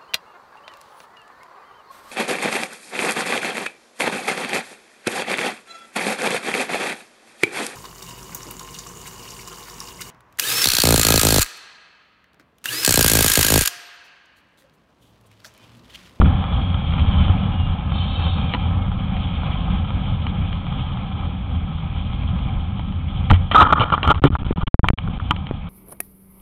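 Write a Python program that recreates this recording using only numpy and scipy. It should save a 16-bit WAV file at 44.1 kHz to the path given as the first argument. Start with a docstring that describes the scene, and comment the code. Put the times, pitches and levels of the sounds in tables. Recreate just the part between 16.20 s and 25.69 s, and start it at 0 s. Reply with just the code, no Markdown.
"""Car coasting to a slow roll, heard from the dashboard

A car coasts down across a tarmac lot, heard by a small camera on the dashboard. Cabin boom, tyre roar and
grit hiss are noise in resonances; the gear whine is a falling tone, the brake drag a band of hiss.
Jolts are dying swings; ticks, knocks and rubs ring the camera case. Near the end a hand knocks and
rubs the case, and the pressure pins the microphone at its limits, so the sound drops out and pops."""
import sys
import numpy as np
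from scipy import signal
from scipy.io import wavfile
from scipy.ndimage import uniform_filter1d

SR = 44100
rng = np.random.default_rng(int(sys.argv[2]) if len(sys.argv) > 2 else 0)


def invert_db(x):
    """Field ratio 10**(x/20) for x, a level in decibels (scalar or array-like)."""
    u = np.asarray(x, float) / 20
    return 10 ** u


def file_out(sig):
    """Save sig as 16-bit WAV at sys.argv[1]."""
    # one column per channel
    cols = np.atleast_2d(sig).T
    # limit, then scale
    lim = np.clip(cols, -1, 1)
    pcm = np.round(lim * 32767).astype(np.int16)
    wavfile.write(sys.argv[1], SR, pcm)


N = 418499  # length in samples

# The car slowing down. Each row: time in seconds, cabin boom in dB, tyre roar in dB.
SLOWING_CAR = [(0.0, -6, -30.5), (0.13, -13.5, -33.5), (0.24, -23, -33.5), (0.42, -19, -35.5),
               (0.74, -18.5, -34.5), (1.0, -15.5, -32.5), (1.3, -18.5, -36), (1.74, -20.5, -37),
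               (2.0, -21.5, -34.5), (2.5, -21, -38.5), (3.38, -21.5, -36), (4.07, -20.5, -39.5),
               (4.7, -24.5, -39), (5.1, -22.5, -40.5), (6.9, -22.5, -42.5), (7.3, -24, -42),
               (8.3, -24, -42.5), (9.49, -26, -44)]


def curve(table):
    """Draws straight lines between the rows of a time table, giving each column one value a sample."""
    seconds, *columns = np.transpose(table)
    return [np.interp(np.arange(N) / SR, seconds, column) for column in columns]


def set_rms(x, db):
    """Scales a sound to an average (rms) level in dB."""
    return x * invert_db(db) / np.sqrt(np.mean(x ** 2))


def walk(rate):
    """Wanders at random: levels held for 1 / rate seconds, then smoothed twice; spread near 1."""
    hold = int(SR / rate)
    steps = np.repeat(rng.standard_normal(N // hold + 1), hold)
    smooth = uniform_filter1d(uniform_filter1d(steps, hold), hold)
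    return 1.42 * smooth[:N]


def resonances(table, flicker_db, flicker_rate):
    """Noise through steep resonances, each flickering on its own; the sum is set to 0 dB rms."""
    out = 0
    for hz, width, db in table:
        b, a = signal.iirpeak(hz, hz / width / 1.34, fs=SR)
        # filtering twice makes the sides steeper
        once = signal.lfilter(b, a, rng.standard_normal(N))
        band = signal.lfilter(b, a, once)
        out = out + set_rms(band, db) * invert_db(flicker_db * walk(flicker_rate))
    return set_rms(out, 0)


def case(low_push, push, bright_push):
    """The case rings in dying tones, in three groups for where and how sharply the contact lands."""
    # Ringing tones of the camera case. Each row: pitch in Hz, strength in dB,
    # time to die by 60 dB in seconds.
    modes = [(320, -14, 0.056), (540, -22.5, 0.017), (876, -8.5, .05), (987, -5, .05), (1130, -8, 0.041),
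             (1227, -2.5, 0.04), (1352, 2.5, 0.022), (1680, -8.5, 0.017), (2000, -16, 0.018),
             (2408, -11, 0.014), (3074, -11.5, 0.0099), (3218, -9.5, 0.018), (3510, -16, 0.019)]
    out = 0
    for hz, db, t60 in modes:
        radius = np.exp(-np.log(1000) / (t60 * SR))
        angle = 2 * np.pi * hz / SR
        if hz < 1020:
            x = low_push
        elif hz < 1800:
            x = push
        else:
            x = bright_push
        b = [0, radius * np.sin(angle)]
        a = [1, -2 * radius * np.cos(angle), radius * radius]
        out = out + invert_db(db) * signal.lfilter(b, a, x)
    return out


def crack(push, db):
    """The contact heard directly: mostly its sharp edges, above about 1 kHz."""
    edges_only = signal.butter(2, 1100., "high", fs=SR, output="sos")
    return invert_db(db) * signal.sosfilt(edges_only, push)


def drive():
    """Boom, roar and hiss are noise in resonances; bumps in the tarmac shake all three together."""
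    # Cabin resonances. Each row: centre in Hz, rough width in Hz, relative level in dB.
    cabin = [(32, 14, -5.5), (55, 14, -4), (84.25, 18, 1), (126.4, 37.2, -5.5), (161.2, 38.8, -7),
             (187.9, 32, -6.5), (260, 37, -16.5)]
    # Tyre roar as the case colours it. Each row: centre in Hz, rough width in Hz, relative level in dB.
    tyre_roar = [(542, 160, -5), (786.5, 116, 0), (1054, 180, -3.5), (1272, 110, -4), (1610, 240, -11)]
    # Grit hiss as the case colours it. Each row: centre in Hz, rough width in Hz, relative level in dB.
    grit_hiss = [(2346, 390, -2.5), (3199, 446, 2.5), (3460, 150, -14.5), (4560, 250, 1.5)]
    grit_under_roar_db = 0.5
    boom_db, roar_db = curve(SLOWING_CAR)
    bumps = walk(19)
    boom = resonances(cabin, 0.9, 13) * invert_db(boom_db + 1.1 * bumps)
    roar = resonances(tyre_roar, 0.86, 30) * invert_db(roar_db + 1.3 * bumps)
    grit_db = roar_db - grit_under_roar_db + 0.52 * bumps + 1.0 * walk(4)
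    grit = resonances(grit_hiss, 1.9, 60) * invert_db(grit_db)
    return boom + roar + grit


def rattle(per_s, db):
    """Trim and grit tick faintly against the body, most ticks tiny and a few clear."""
    happens = rng.random(N) < per_s / SR
    size = invert_db(4.0 * rng.exponential(size=N).clip(0, 3.5))
    ticks = happens * size * rng.choice([-1, 1], N)
    # the ticks follow the tyre roar
    ticks = ticks * invert_db(db + curve(SLOWING_CAR)[1])
    return case(ticks, ticks, invert_db(10.5) * ticks) + crack(ticks, 20)


def whine():
    """Gear teeth meshing slower as the car slows; the tone wavers, comes in strokes and fades out."""
    # The gear whine. Each row: time in seconds, pitch in Hz, level in dB before the flicker.
    pitch_track = [(0.05, 3350, -46), (.5, 3310, -40), (.77, 3225, -39), (1, 3090, -42), (1.25, 2930, -47),
                   (1.52, 2790, -50), (1.7, 2700, -59), (2.45, 2345, -58), (2.62, 2200, -50),
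                   (2.75, 2050, -62)]
    flicker_db, flicker_per_s = 5, 17
    hz, db = curve(pitch_track)
    # fades over the last 0.1 s before the final row
    fade = np.clip((pitch_track[-1][0] - np.arange(N) / SR) / .1, 0, 1)
    waver = 1 + .005 * walk(14) + .008 * walk(120)
    tone = np.sin(2 * np.pi * np.cumsum(hz * waver) / SR)
    return np.sqrt(2) * tone * fade * invert_db(db + flicker_db * walk(flicker_per_s))


def brake():
    """Brake pads drag in a short bright hiss with narrow streaks: quick to bite, slower to let go."""
    # Hiss of the pads. Each row: centre in Hz, rough width in Hz, relative level in dB.
    pads = [(2656, 35, -6.5), (2870, 390, -8.5), (3073, 38, 0.5), (3200, 65, 0.5), (3520, 190, 2),
            (3610, 42, -9.5), (3740, 64, -2), (4250, 210, 1)]
    on_s, attack_s, off_s = 1.684, 0.075, 2.14
    level_db, fade_db_per_s = -32.5, 71.5
    t = np.arange(N) / SR
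    bite = ((t - on_s) / attack_s).clip(0, 1) ** 2
    letting_go_db = fade_db_per_s * (t - off_s).clip(0)
    return resonances(pads, 2, 30) * bite * invert_db(level_db - letting_go_db)


def jolts():
    """The camera rocks on its mount: each jolt is a swing that dies away quickly."""
    # Jolts through the mount. Each row: start in seconds, swing rate in Hz, signed swing size,
    # time to die by 60 dB in seconds.
    swings = [(0.007, 71, 0.77, 0.07), (0.045, 79, 1, .1), (0.065, 76, 1, 0.089), (0.815, 73, -0.59, .12),
              (0.884, 60.5, -0.45, 0.084), (1.097, 91.4, 0.63, 0.21), (2.345, 260, .15, 0.055),
              (7.105, 98, 1, 0.18), (7.133, 89.4, -0.81, 0.27), (7.424, 85, 0.74, .06),
              (7.6, 108.5, 0.54, .06), (7.724, 154, 0.41, .04), (7.873, 115, -0.47, 0.11),
              (7.885, 108, -1.12, 0.035), (8.041, 139, -1.14, 0.12), (8.039, 284, -0.73, .12),
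              (8.052, 394, 0.86, 0.035), (8.02, 60.2, -0.29, .05), (8.472, 45, 0.63, 0.078),
              (8.381, 173, 0.39, 0.048), (8.102, 130, 0.76, 0.058), (8.13, 70.4, -0.49, 0.087),
              (8.265, 127.6, 0.34, 0.033), (8.309, 225, 1, 0.017), (8.633, 101, -0.72, 0.026),
              (8.733, 139, -0.82, .05), (9.311, 300, 1, 0.0044)]
    t = np.arange(SR // 2) / SR
    out = np.zeros(N + SR // 2)
    for start, hz, size, t60 in swings:
        i = int(start * SR)
        dying = np.exp(-np.log(1000) * t / t60)
        out[i:i + len(t)] += size * np.sin(2 * np.pi * hz * t) * dying
    return out[:N]


def knocks():
    """Each knock is one sharp blow and a few ms of rattling contact; it rings the case and cracks."""
    # Knocks on the case. Each row: start in seconds, push in dB, push on the low tones
    # and push on the treble tones, both in dB against the main push.
    blows = [(0.016, -45.5, -6, -8), (0.058, -53, 2.5, -5), (0.222, -65, 0, 6), (0.724, -62, 4, 11),
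             (0.785, -59, 0, 6.5), (0.796, -55, 5, 8), (0.833, -60.5, -.5, 1), (1.098, -60, 6, -2),
             (2.338, -50, -3, 10), (2.342, -52.5, 2, 8), (2.348, -53, 7.5, 13), (2.717, -60, 1, -4),
             (2.968, -63.5, 10, 10), (3.234, -56.5, 6, 4), (4.068, -57, -2, 12), (4.329, -69, 2, 17.5),
             (6.19, -65, -10, 10), (6.595, -65, 11.5, 11.5), (6.724, -70, 10, 11.5), (7.101, -52, 5, 15.5),
             (7.105, -38.5, -13.5, 3.5), (7.112, -40.5, 8.5, 7), (7.314, -59, -2, 13.5),
             (7.451, -47, -1, -10), (7.525, -38, -14, 0.5), (7.567, -49, -9.5, -6), (7.582, -47.5, -2, -13),
             (7.598, -46, -8, 5.5), (7.702, -48.5, -9, -1.5), (7.779, -48.5, -7, -5), (7.831, -51, -10, 16),
             (7.876, -40, -2, 4.5), (8.039, -35.5, -6, -5), (8.153, -44, -2.5, -9), (8.266, -62.5, 4, 8),
             (8.374, -63, 11, 8), (8.643, -47.5, 5.5, -18), (8.686, -39, -5.5, 10), (8.786, -53.5, -14, 11),
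             (8.876, -58, -10.5, -3.5), (9, -58, -4, -13), (9.109, -37, 0, 8.5), (9.164, -62.5, -3, 12),
             (9.269, -67, 10, 14.5)]
    contact_ms = 1.8
    first_blow = 10  # against the starting strength of the rattle after it
    t_ms = np.arange(900) / SR * 1000
    push = np.zeros((3, N + len(t_ms)))  # low, main and treble
    for start, db, low_db, treble_db in blows:
        burst = rng.standard_normal(len(t_ms)) * np.exp(-t_ms / contact_ms)
        burst[0] = first_blow
        i = int(start * SR)
        shares = invert_db(np.array([[low_db], [0], [treble_db]]))
        push[:, i:i + len(t_ms)] += shares * set_rms(burst, db)
    push = push[:, :N]
    return case(*push) + crack(push[2], 22)


def rubs():
    """Skin sticks and slips: uneven clicks in clumps, and a wavering squeak that sinks as the finger slows."""
    # Fingers rubbing the case. Each row: start in seconds, end in seconds, push in dB at the start,
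    # push in dB at the end, squeak in dB.
    strokes = [(7.126, 7.162, -39.5, -45, -52.5), (7.314, 7.342, -33.5, -38.5, -43),
               (7.346, 7.368, -21, -27, -4), (7.37, 7.421, -27, -22, -4.5),
               (7.419, 7.431, -24, -23.5, -7.5), (7.434, 7.474, -35.5, -33.5, -16.5),
               (7.484, 7.512, -42.5, -32.5, -21.5), (7.5252, 7.537, -21.5, -33, -6),
               (7.555, 7.594, -42.5, -34.5, -16.5), (7.603, 7.642, -29, -32, -25.5),
               (7.65, 7.686, -41, -55.5, -36.5), (7.721, 7.751, -32, -26.5, -17),
               (7.829, 7.883, -35.5, -42, -30), (7.884, 7.918, -31, -24.5, -16.5),
               (7.945, 7.974, -36, -63, -44), (8.04, 8.078, -29.5, -39, -35),
               (8.406, 8.437, -43, -46.5, -32), (8.456, 8.481, -50, -39.5, -48)]
    # The hand rests on the case and brushes it lightly: start in seconds, end in seconds, push in dB.
    brush_start, brush_end, brush_db = (7.43, 8.43, -49)
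    brush_fade_db_per_s = 7.5
    # the squeak sinks from rub to rub, and within each rub by the glide (a fraction either side)
    squeak_hz, squeak_from_s, sink_hz_per_s, glide = 1291, 7.35, 170, 0.02
    # the louder the squeak against the push, the duller the slips
    slip_treble_db, dulling = 10, .45
    t = np.arange(N) / SR
    clumps = invert_db(2.8 * walk(160).clip(-2.5, 1.6))
    slips = rng.standard_normal(N) * (rng.random(N) < .12) * clumps
    waver = 1 + .018 * walk(50) + .04 * walk(400)
    throb = invert_db(2.2 * walk(220))
    brushing = (t > brush_start) & (t < brush_end)
    push = slips * brushing * invert_db(brush_db - brush_fade_db_per_s * (t - brush_start).clip(0))
    bright = push * invert_db(-5.0)
    squeak = np.zeros(N)
    for start, end, db, end_db, squeak_db in strokes:
        i, j = int(start * SR), int(end * SR)
        rub = slips[i:j] * invert_db(np.linspace(db, end_db, j - i))
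        push[i:j] += rub
        squeak_over_push = squeak_db - (db + end_db) / 2
        bright[i:j] += rub * invert_db(slip_treble_db - dulling * squeak_over_push)
        middle_hz = squeak_hz - sink_hz_per_s * (start - squeak_from_s)
        hz = middle_hz * np.linspace(1 + glide, 1 - glide, j - i)
        tone = np.sin(2 * np.pi * np.cumsum(hz * waver[i:j]) / SR)
        soft_ends = signal.windows.tukey(j - i, .12)
        squeak[i:j] += invert_db(squeak_db) * soft_ends * throb[i:j] * tone
    return case(invert_db(-3.5) * push, push, bright) + squeak + crack(bright, 17.2)


def scene():
    """Everything adds up at one microphone inside the case."""
    background = drive() + rattle(per_s=32.0, db=-6.5)
    car = whine() + brake() + jolts()
    hand = knocks() + rubs()
    return (background + car + hand)[None]


def pin(x, swing_s):
    """While pinned the microphone passes nothing and the coupling capacitor drains the last value."""
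    # Times at the limit. Each row: pinned from in seconds, free again in seconds,
    # signed output value on arrival.
    stuck = [(0.0015, 0.0074, -1.28), (0.024, 0.0283, -0.66), (0.0312, 0.0366, 0.67),
             (0.0384, 0.0438, -1.1), (7.1201, 7.1257, -1.21), (7.1271, 7.1326, 1.23),
             (7.9297, 7.9405, -0.04), (7.9482, 7.9539, -0.08), (7.9902, 7.9951, 0.05),
             (7.9976, 8.0186, 0.05), (8.083, 8.1032, -0.16), (8.1074, 8.1168, -0.21),
             (8.1686, 8.1863, 0.03), (8.2235, 8.2296, 0.12), (8.2343, 8.2463, 0.07),
             (8.3112, 8.3146, -0.38), (8.329, 8.3594, -0.14), (8.4345, 8.4691, -0.45),
             (8.4813, 8.5432, 0.2), (8.5439, 8.5938, -1.38), (8.5944, 8.6322, 1.4), (8.6739, 8.6785, -0.13),
             (8.6893, 8.7029, -0.19), (8.7034, 8.7337, 1.37), (8.7381, 8.7758, 0.27),
             (8.8867, 8.8954, -0.3), (8.9786, 8.9875, -0.14), (8.9892, 8.9966, -0.0)]
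    coupling_s = .00196  # time constant of the drain
    out = x.copy()
    drain = np.exp(-np.arange(SR // 10) / SR / coupling_s)
    free = 0
    for start, end, arrival in stuck:
        i, j = int(start * SR), int(end * SR)
        k = max(free, i - int(swing_s * SR))
        # the swing that carries it to the limit
        out[k:i] += (arrival - out[i]) * np.linspace(0, 1, i - k)
        # on release the sound starts again from the drained value
        out[j:j + len(drain)] += (arrival * drain[j - i] - out[j]) * drain
        out[i:j] = arrival * drain[:j - i]
        free = j
    return out


def low_pass(x):
    """Removes everything above the highest recorded frequency."""
    return signal.sosfilt(signal.butter(12, 15800, fs=SR, output="sos"), x)


def record(dry):
    """Little below 25 Hz, the pinned microphone, a converter that clips and keeps 4 kHz; its ringing clips too."""
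    converter_top, final_top = 0.71, .712  # clipping limits, full scale is 1
    low_cut = signal.butter(2, 24., "high", fs=SR, output="sos")
    x = pin(signal.sosfilt(low_cut, dry[0]), swing_s=0.0037)
    x = signal.sosfilt(signal.butter(2, 3800., fs=SR, output="sos"), x)
    x = np.clip(x, -converter_top, converter_top)
    steep_low_pass = signal.firwin(201, 4050., window=("kaiser", 9.), fs=SR)
    x = signal.fftconvolve(x, steep_low_pass, "same")
    return low_pass(np.clip(x, -final_top, final_top)[None])


dry = scene()
out = record(dry)
file_out(out)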